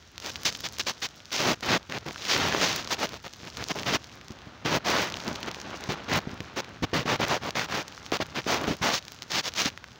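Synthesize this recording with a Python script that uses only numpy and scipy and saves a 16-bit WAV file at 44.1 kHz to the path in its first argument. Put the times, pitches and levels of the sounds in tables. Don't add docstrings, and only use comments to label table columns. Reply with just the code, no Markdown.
import sys
import numpy as np
from scipy import signal
from scipy.io import wavfile
from scipy.ndimage import uniform_filter1d

SR = 44100
rng = np.random.default_rng(int(sys.argv[2]) if len(sys.argv) > 2 else 0)


def generate_wav(sig):
    pcm = np.round(np.clip(np.atleast_2d(sig).T, -1, 1) * 32767).astype(np.int16)
    wavfile.write(sys.argv[1], SR, pcm)


N = 440559
TIME_S = np.arange(N) / SR
BINS_HZ = np.maximum(abs(np.fft.fftfreq(4096, 1 / SR)), 1)


def amp(db):
    return 10 ** (np.asarray(db) / 20)


def unit_rms(x):
    return x / np.sqrt(np.mean(x ** 2) + 1e-20)


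def add(mix, start_s, sound):
    part = mix[max(round(start_s * SR), 0):][:len(sound)]
    part += sound[:len(part)]


def colour(x, spectrum, extra_db=0):
    hz, db = np.transpose(spectrum)
    log_gain = np.log(amp(np.interp(np.log(BINS_HZ), np.log(hz), db) + extra_db))
    response = np.exp(np.conj(signal.hilbert(log_gain)))
    taps = np.fft.ifft(response).real[:len(BINS_HZ) // 2]
    return signal.oaconvolve(x, taps)[:len(x)]


def drift(per_s):
    knots = rng.standard_normal(N // 16)
    return unit_rms(np.interp(TIME_S * per_s, np.arange(len(knots)), knots))


def crackle(per_s, spread_db, clump_db, window_samples=700):
    sizes = amp(spread_db * np.minimum(rng.exponential(1, N), 4.5) + clump_db * drift(400))
    clicks = sizes * rng.choice([-1, 1], N) * (rng.random(N) < per_s / SR)
    return clicks / np.sqrt(abs(uniform_filter1d(clicks ** 2, window_samples)) + 1e-6)


def ice_ring(hz, decay_cycles):
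    cycles = hz * np.arange(220) / SR
    ring = np.cos(2 * np.pi * cycles) * np.exp(-cycles / decay_cycles)
    return ring * np.sqrt(SR / 1000 / np.sum(ring ** 2))


# frequency in Hz, relative level in dB.
HISS_SPECTRUM = [(100, 2), (400, -1.5), (900, -18), (1400, 2), (2200, -3), (4000, -3.5), (16000, -18)]

def outdoor_hiss(level_db=-59.5):
    return amp(level_db) * unit_rms(colour(rng.standard_normal(N), HISS_SPECTRUM))


# frequency in Hz, relative level in dB.
RUMBLE_SPECTRUM = [(15, -39), (35, -34), (65, 0.7), (120, -1), (250, -13.5), (600, -30.5), (4000, -64)]

def rumble(cloth_db):
    level_db = -55.0 + 0.42 * (cloth_db - cloth_db.mean()) + 2.6 * drift(14)
    return amp(level_db) * unit_rms(colour(rng.standard_normal(N), RUMBLE_SPECTRUM))


# frequency in Hz, relative level in dB.
CLOTH_SPECTRUM = [(60, -4), (200, 8), (450, 4.5), (800, 4), (1400, 3.5), (2200, -2.5), (4000, -7),
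                  (16000, -54)]

def trousers(cloth_db):
    rustle = colour(crackle(per_s=9000, spread_db=3.5, clump_db=2.4), CLOTH_SPECTRUM)
    return amp(cloth_db - 2.27 + 1.6 * drift(35)) * unit_rms(rustle)


# frequency in Hz, relative level in dB.
CRUMB_SPECTRUM = [(300, -4), (1500, -23), (3000, -5), (5500, -0.5), (16000, -16)]

def crumbs(crumbs_db):
    fizz = colour(crackle(per_s=3400, spread_db=5.0, clump_db=-1.0), CRUMB_SPECTRUM)
    return amp(crumbs_db - 7.5 + 3.0 * drift(50)) * unit_rms(fizz)


def chips(cloth_db, crumbs_db, count=520, range_db=21, low_hz=2600, octaves=2.85, glint_db=0.5):
    ticks = np.zeros(N)
    for when, weakness, smallness in rng.random((count, 3)):
        tick = ice_ring(low_hz * 2 ** (octaves * smallness ** 2), decay_cycles=0.67)
        tick_db = glint_db * smallness ** 2 - range_db * np.sqrt(weakness)
        add(ticks, when * N / SR, amp(tick_db) * tick)
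    level_db = crumbs_db + 0.085 * (cloth_db - crumbs_db) - 4.5
    return amp(level_db) * unit_rms(ticks)


# time in seconds, cloth drive in dB, crumb drive in dB.
MOVEMENT = [(0.11, -61, -57), (0.35, -47.5, -42.5), (0.54, -50, -41.5), (1.19, -56.5, -51),
            (1.97, -54.5, -56), (2.16, -48, -43), (2.9, -39.5, -40.5), (3.21, -59.5, -53.5),
            (3.7, -48.5, -40), (3.95, -52.5, -48.5), (4.8, -49, -66), (5.07, -41, -43.5),
            (5.89, -41.5, -49), (5.96, -41.5, -50.5), (6.84, -49, -61), (8.42, -48, -46.5),
            (9.22, -53.5, -50), (9.92, -55, -58)]

def movement():
    times_s, *drives_db = np.transpose(MOVEMENT)
    cloth_db, crumbs_db = (np.interp(TIME_S, times_s, db) for db in drives_db)
    return rumble(cloth_db) + trousers(cloth_db) + crumbs(crumbs_db) + chips(cloth_db, crumbs_db)


# start in seconds, push peak in dB, pitch in Hz.
SOLE_DROPS = [(2.547, -19, 400), (4.304, -33, 167), (4.47, -35, 149), (4.65, -24.5, 160), (5.278, -29, 200),
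              (5.889, -23, 148), (6.271, -25, 176), (6.331, -30, 170), (6.403, -28.5, 200),
              (6.822, -23, 164), (6.931, -19.5, 350), (7.055, -27, 200), (7.199, -19, 400),
              (8.122, -16.5, 424), (8.2014, -18.5, 430), (8.465, -23.5, 293), (8.682, -23, 195),
              (8.707, -20.5, 199), (8.813, -24.5, 149), (9.657, -24.5, 200)]

def thuds(shudder_db=-8.0, decay_cycles=2.5):
    out = np.zeros(N)
    t = np.arange(SR // 12) / SR
    for start_s, peak_db, hz in SOLE_DROPS:
        phase = 2 * np.pi * (hz * t - 0.5)
        push = -phase * np.exp((1 - phase ** 2) / 2)
        band = signal.butter(2, [hz / np.sqrt(2), 2 * hz], "band", fs=SR, output="sos")
        noise = unit_rms(signal.sosfilt(band, rng.standard_normal(len(t))))
        shudder = amp(shudder_db) * noise * np.exp(-hz * t / decay_cycles)
        add(out, start_s, amp(peak_db) * (push + shudder))
    return out


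# start in seconds, relative level in dB, pitch in Hz.
ICE_BREAKS = [(.18, -27.5, 3520), (.201, -32, 4900), (.224, -35, 2800), (.262, -25, 4730),
              (.304, -33, 3300), (.434, -24, 12000), (.454, -20, 5200), (.526, -28, 4800),
              (0.55, -30, 2900), (.606, -25, 13000), (0.785, -22, 9000), (0.796, -21, 4200),
              (.897, -24, 4400), (1.608, -33, 6500), (1.898, -31.5, 2980), (1.923, -25, 1800),
              (1.948, -33, 1600), (1.985, -30.5, 4000), (2.086, -28, 2430), (2.109, -30.5, 1800),
              (2.16, -29.5, 1370), (2.253, -25.5, 3580), (2.365, -17, 1880), (2.525, -21, 1900),
              (2.548, -18.5, 1100), (2.761, -9, 12000), (3.092, -30, 4500), (3.336, -33, 4500),
              (3.474, -32.5, 2500), (3.571, -26.5, 3800), (3.788, -28, 2600), (3.796, -28, 3300),
              (3.833, -26.5, 2400), (4.043, -34.5, 4000), (4.213, -38, 2190), (4.283, -35, 5000),
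              (4.32, -39, 6000), (4.763, -19, 13000), (5.101, -29, 4100), (5.123, -27, 3500),
              (5.17, -28, 3500), (5.358, -26, 3120), (5.43, -26, 2640), (5.514, -28.5, 3800),
              (5.546, -28.5, 2500), (5.839, -28.5, 4500), (5.923, -32, 8000), (6.161, -22, 11000),
              (6.172, -24, 11000), (6.405, -27.5, 2130), (6.646, -35, 2420), (7.096, -33, 2000),
              (7.251, -27, 1900), (7.507, -25.5, 3580), (7.555, -31, 3000), (7.592, -33, 2100),
              (7.881, -30, 6000), (7.978, -33.5, 1360), (8.064, -31.5, 3000), (8.119, -23, 2800),
              (8.17, -26, 2800), (9.052, -36, 4500), (9.082, -30.5, 3900), (9.12, -28, 12000),
              (9.146, -39, 9000), (9.222, -26.5, 3620), (9.23, -33, 4600), (9.318, -21.5, 4300),
              (9.538, -28.5, 4140), (9.658, -22, 4000), (9.776, -30.5, 1670), (9.842, -31.5, 1580)]

def snaps(gain_db=-1.0, rebound_db=-10, thick_hz=850):
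    out = np.zeros(N)
    for start_s, level_db, hz in ICE_BREAKS:
        crack = amp(level_db + gain_db) * ice_ring(hz, decay_cycles=0.3 + (thick_hz / hz) ** 2)
        add(out, start_s, crack)
        delay_s = rng.uniform(0.0006, 0.0028)
        add(out, start_s + delay_s, amp(rebound_db) * rng.uniform(0.5, 1.5) * crack)
    return out


def sole_load(length_s, crest, bite_s=0.007, bite_share=0.22):
    progress = np.arange(0, length_s, 1 / SR) / length_s
    crest = np.clip(crest, 0.02, 0.98)
    triangle = np.minimum(progress / crest, (1 - progress) / (1 - crest))
    swell = np.sin(np.pi / 2 * triangle) ** 1.39
    bite = np.minimum(np.minimum(progress, 1 - progress) * length_s / bite_s, 1)
    return bite * (bite_share + (1 - bite_share) * swell)


# frequency in Hz, relative level in dB.
FRACTURE_SPECTRUM = [(25, -11), (45, -17), (85, -6), (140, 0.5), (370, -0.5), (760, -1.3), (1500, -3.5),
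                     (3000, -5), (5600, -8), (8000, -14), (16000, -18)]
SPLINTER_SPECTRUM = [(200, -21.5), (2000, -7), (6000, -2), (11000, -1.5), (15000, -4)]
# start in seconds, length in seconds,
# crest as a share of the length, force in dB, tilt in dB per octave, body centre in Hz.
CRUST_LOADS = [(0.208, 0.1, 1, -36.0, 2, 490), (0.447, 0.061, 0.16, -24, 2.5, 4640),
               (0.632, 0.046, 0.67, -30.0, 1, 3930), (0.791, 0.029, 0.46, -28, 1.2, 4110),
               (0.862, 0.062, 0.05, -27.5, 0.5, 5040), (1.014, 0.06, 0.4, -29, 1.6, 4840),
               (1.312, 0.12, 0.21, -28.5, 1.4, 3950), (1.389, 0.16, 0.7, -24, -0.15, 330),
               (1.623, 0.16, 0.8, -24.0, -1.6, 2740), (1.888, 0.096, 0.93, -33, -2.6, 2420),
               (2.053, 0.067, 0.17, -35, -2.7, 510), (2.178, 0.11, 1, -37, 2, 3500),
               (2.278, 0.094, 0.35, -24.5, 1.0, 3700), (2.34, 0.27, 0.18, -27.5, -1.74, 3300),
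               (2.531, 0.16, 0.46, -32, 0.8, 370), (2.606, 0.22, 0.085, -28, 0.0, 4760),
               (2.9, 0.055, 0.38, -26.5, 1.5, 970), (2.978, 0.087, 0.68, -28, 0, 590),
               (3.043, 0.14, 0.84, -42, -0.3, 380), (3.236, 0.042, 0.7, -37.5, -0.9, 980),
               (3.391, 0.103, 0.98, -43.5, -3, 3810), (3.564, 0.078, 0.63, -37.0, -2.5, 2000),
               (3.688, 0.038, 0.66, -28, -1.3, 3170), (3.745, 0.12, 0.16, -36.5, -2, 480),
               (3.852, 0.083, 0.43, -27.5, -1.5, 2850), (3.92, 0.055, 0.53, -24.0, -1.7, 4740),
               (4.644, 0.093, 0.21, -28.5, -1.8, 2740), (4.706, 0.084, 0.54, -24.5, -1.3, 480),
               (4.842, 0.12, 0.44, -25.5, -0.3, 890), (4.929, 0.17, 0.22, -27, -0.5, 1270),
               (5.246, 0.11, 0.31, -34.5, -4, 1450), (5.46, 0.04, 0.65, -34.0, -2, 1690),
               (5.884, 0.069, 0.35, -31, -2.1, 2870), (6.078, 0.12, 0.71, -25.0, -2.5, 2040),
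               (6.556, 0.058, 0.52, -29.0, -0.4, 500), (6.821, 0.036, 0.49, -25, -3.5, 3880),
               (6.929, 0.11, 0.088, -26.0, -3, 3100), (7.051, 0.12, 0.59, -25.5, -1.5, 1380),
               (7.188, 0.073, 0.7, -26.5, -2.5, 2610), (7.255, 0.13, 0.58, -26.5, -1, 990),
               (7.407, 0.099, 0.72, -33.0, -1.6, 950), (7.547, 0.12, 0.21, -28.5, -0.3, 1650),
               (7.68, 0.15, 0.58, -30, -0.8, 1380), (8.118, 0.059, 0.45, -27.5, 0, 1080),
               (8.198, 0.041, 0.44, -29.5, -2, 3240), (8.341, 0.07, 0.68, -30.5, -2, 2520),
               (8.458, 0.13, 0.46, -26, 0.15, 720), (8.537, 0.15, 0.72, -33.0, -3, 1210),
               (8.668, 0.091, 0.05, -29, -1.6, 260), (8.812, 0.15, 0.3, -25, 0, 835),
               (8.914, 0.082, 0.53, -29, 2.5, 4670), (9.297, 0.12, 0.77, -27.0, 0.4, 4310),
               (9.426, 0.073, 0.7, -31.5, 0.9, 5200), (9.547, 0.11, 0.59, -27, 1.4, 5230),
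               (9.646, 0.053, 0.05, -27.5, 0.3, 4520)]

def crunches(gain_db=0.44, body_peak_db=4, stutter_db=1.1, splinter_db=-14.5):
    crystals = crackle(per_s=16000, spread_db=2.0, clump_db=1.5) * amp(stutter_db * drift(70))
    cracks = crackle(per_s=350, spread_db=3.5, clump_db=1.5, window_samples=4000)
    splinters = crackle(per_s=130, spread_db=4.0, clump_db=4.5, window_samples=20000)
    splinters = amp(splinter_db) * unit_rms(colour(splinters, SPLINTER_SPECTRUM))
    octaves = np.log2(np.clip(BINS_HZ, 110, 6000) / 1000)
    out = np.zeros(N)
    for start_s, length_s, crest, force_db, tilt_db_per_octave, body_hz in CRUST_LOADS:
        weight = sole_load(length_s, crest)
        span = round(start_s * SR) + np.arange(len(weight))
        cracks_db = -7.5 - 0.64 * (force_db + 27)
        grains = crystals[span] + amp(cracks_db) * cracks[span]
        body_db = body_peak_db * np.exp(-0.5 * np.log2(BINS_HZ / body_hz) ** 2)
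        crust = unit_rms(colour(grains, FRACTURE_SPECTRUM, tilt_db_per_octave * octaves + body_db))
        add(out, start_s, amp(force_db + gain_db) * weight * (crust + splinters[span]))
    return out


def scene():
    return (crunches() + snaps() + thuds() + movement() + outdoor_hiss())[None]


# frequency in Hz, gain in dB.
MIC_RESPONSE = [(20, -12), (48, 1), (6400, 2), (7200, -3.5), (8000, -11.5), (10000, -14.5), (13800, -17),
                (14900, -1.5), (15750, -3), (16150, -39)]

def record(dry, ceiling_db=-4.5, cutoff_hz=16700):
    rounded = amp(ceiling_db) * np.tanh(dry[0] / amp(ceiling_db))
    lowpass = signal.firwin(511, cutoff_hz, window=("kaiser", 9), fs=SR)
    return signal.oaconvolve(colour(rounded, MIC_RESPONSE), lowpass, "same")[None]


dry = scene()
out = record(dry)
generate_wav(out)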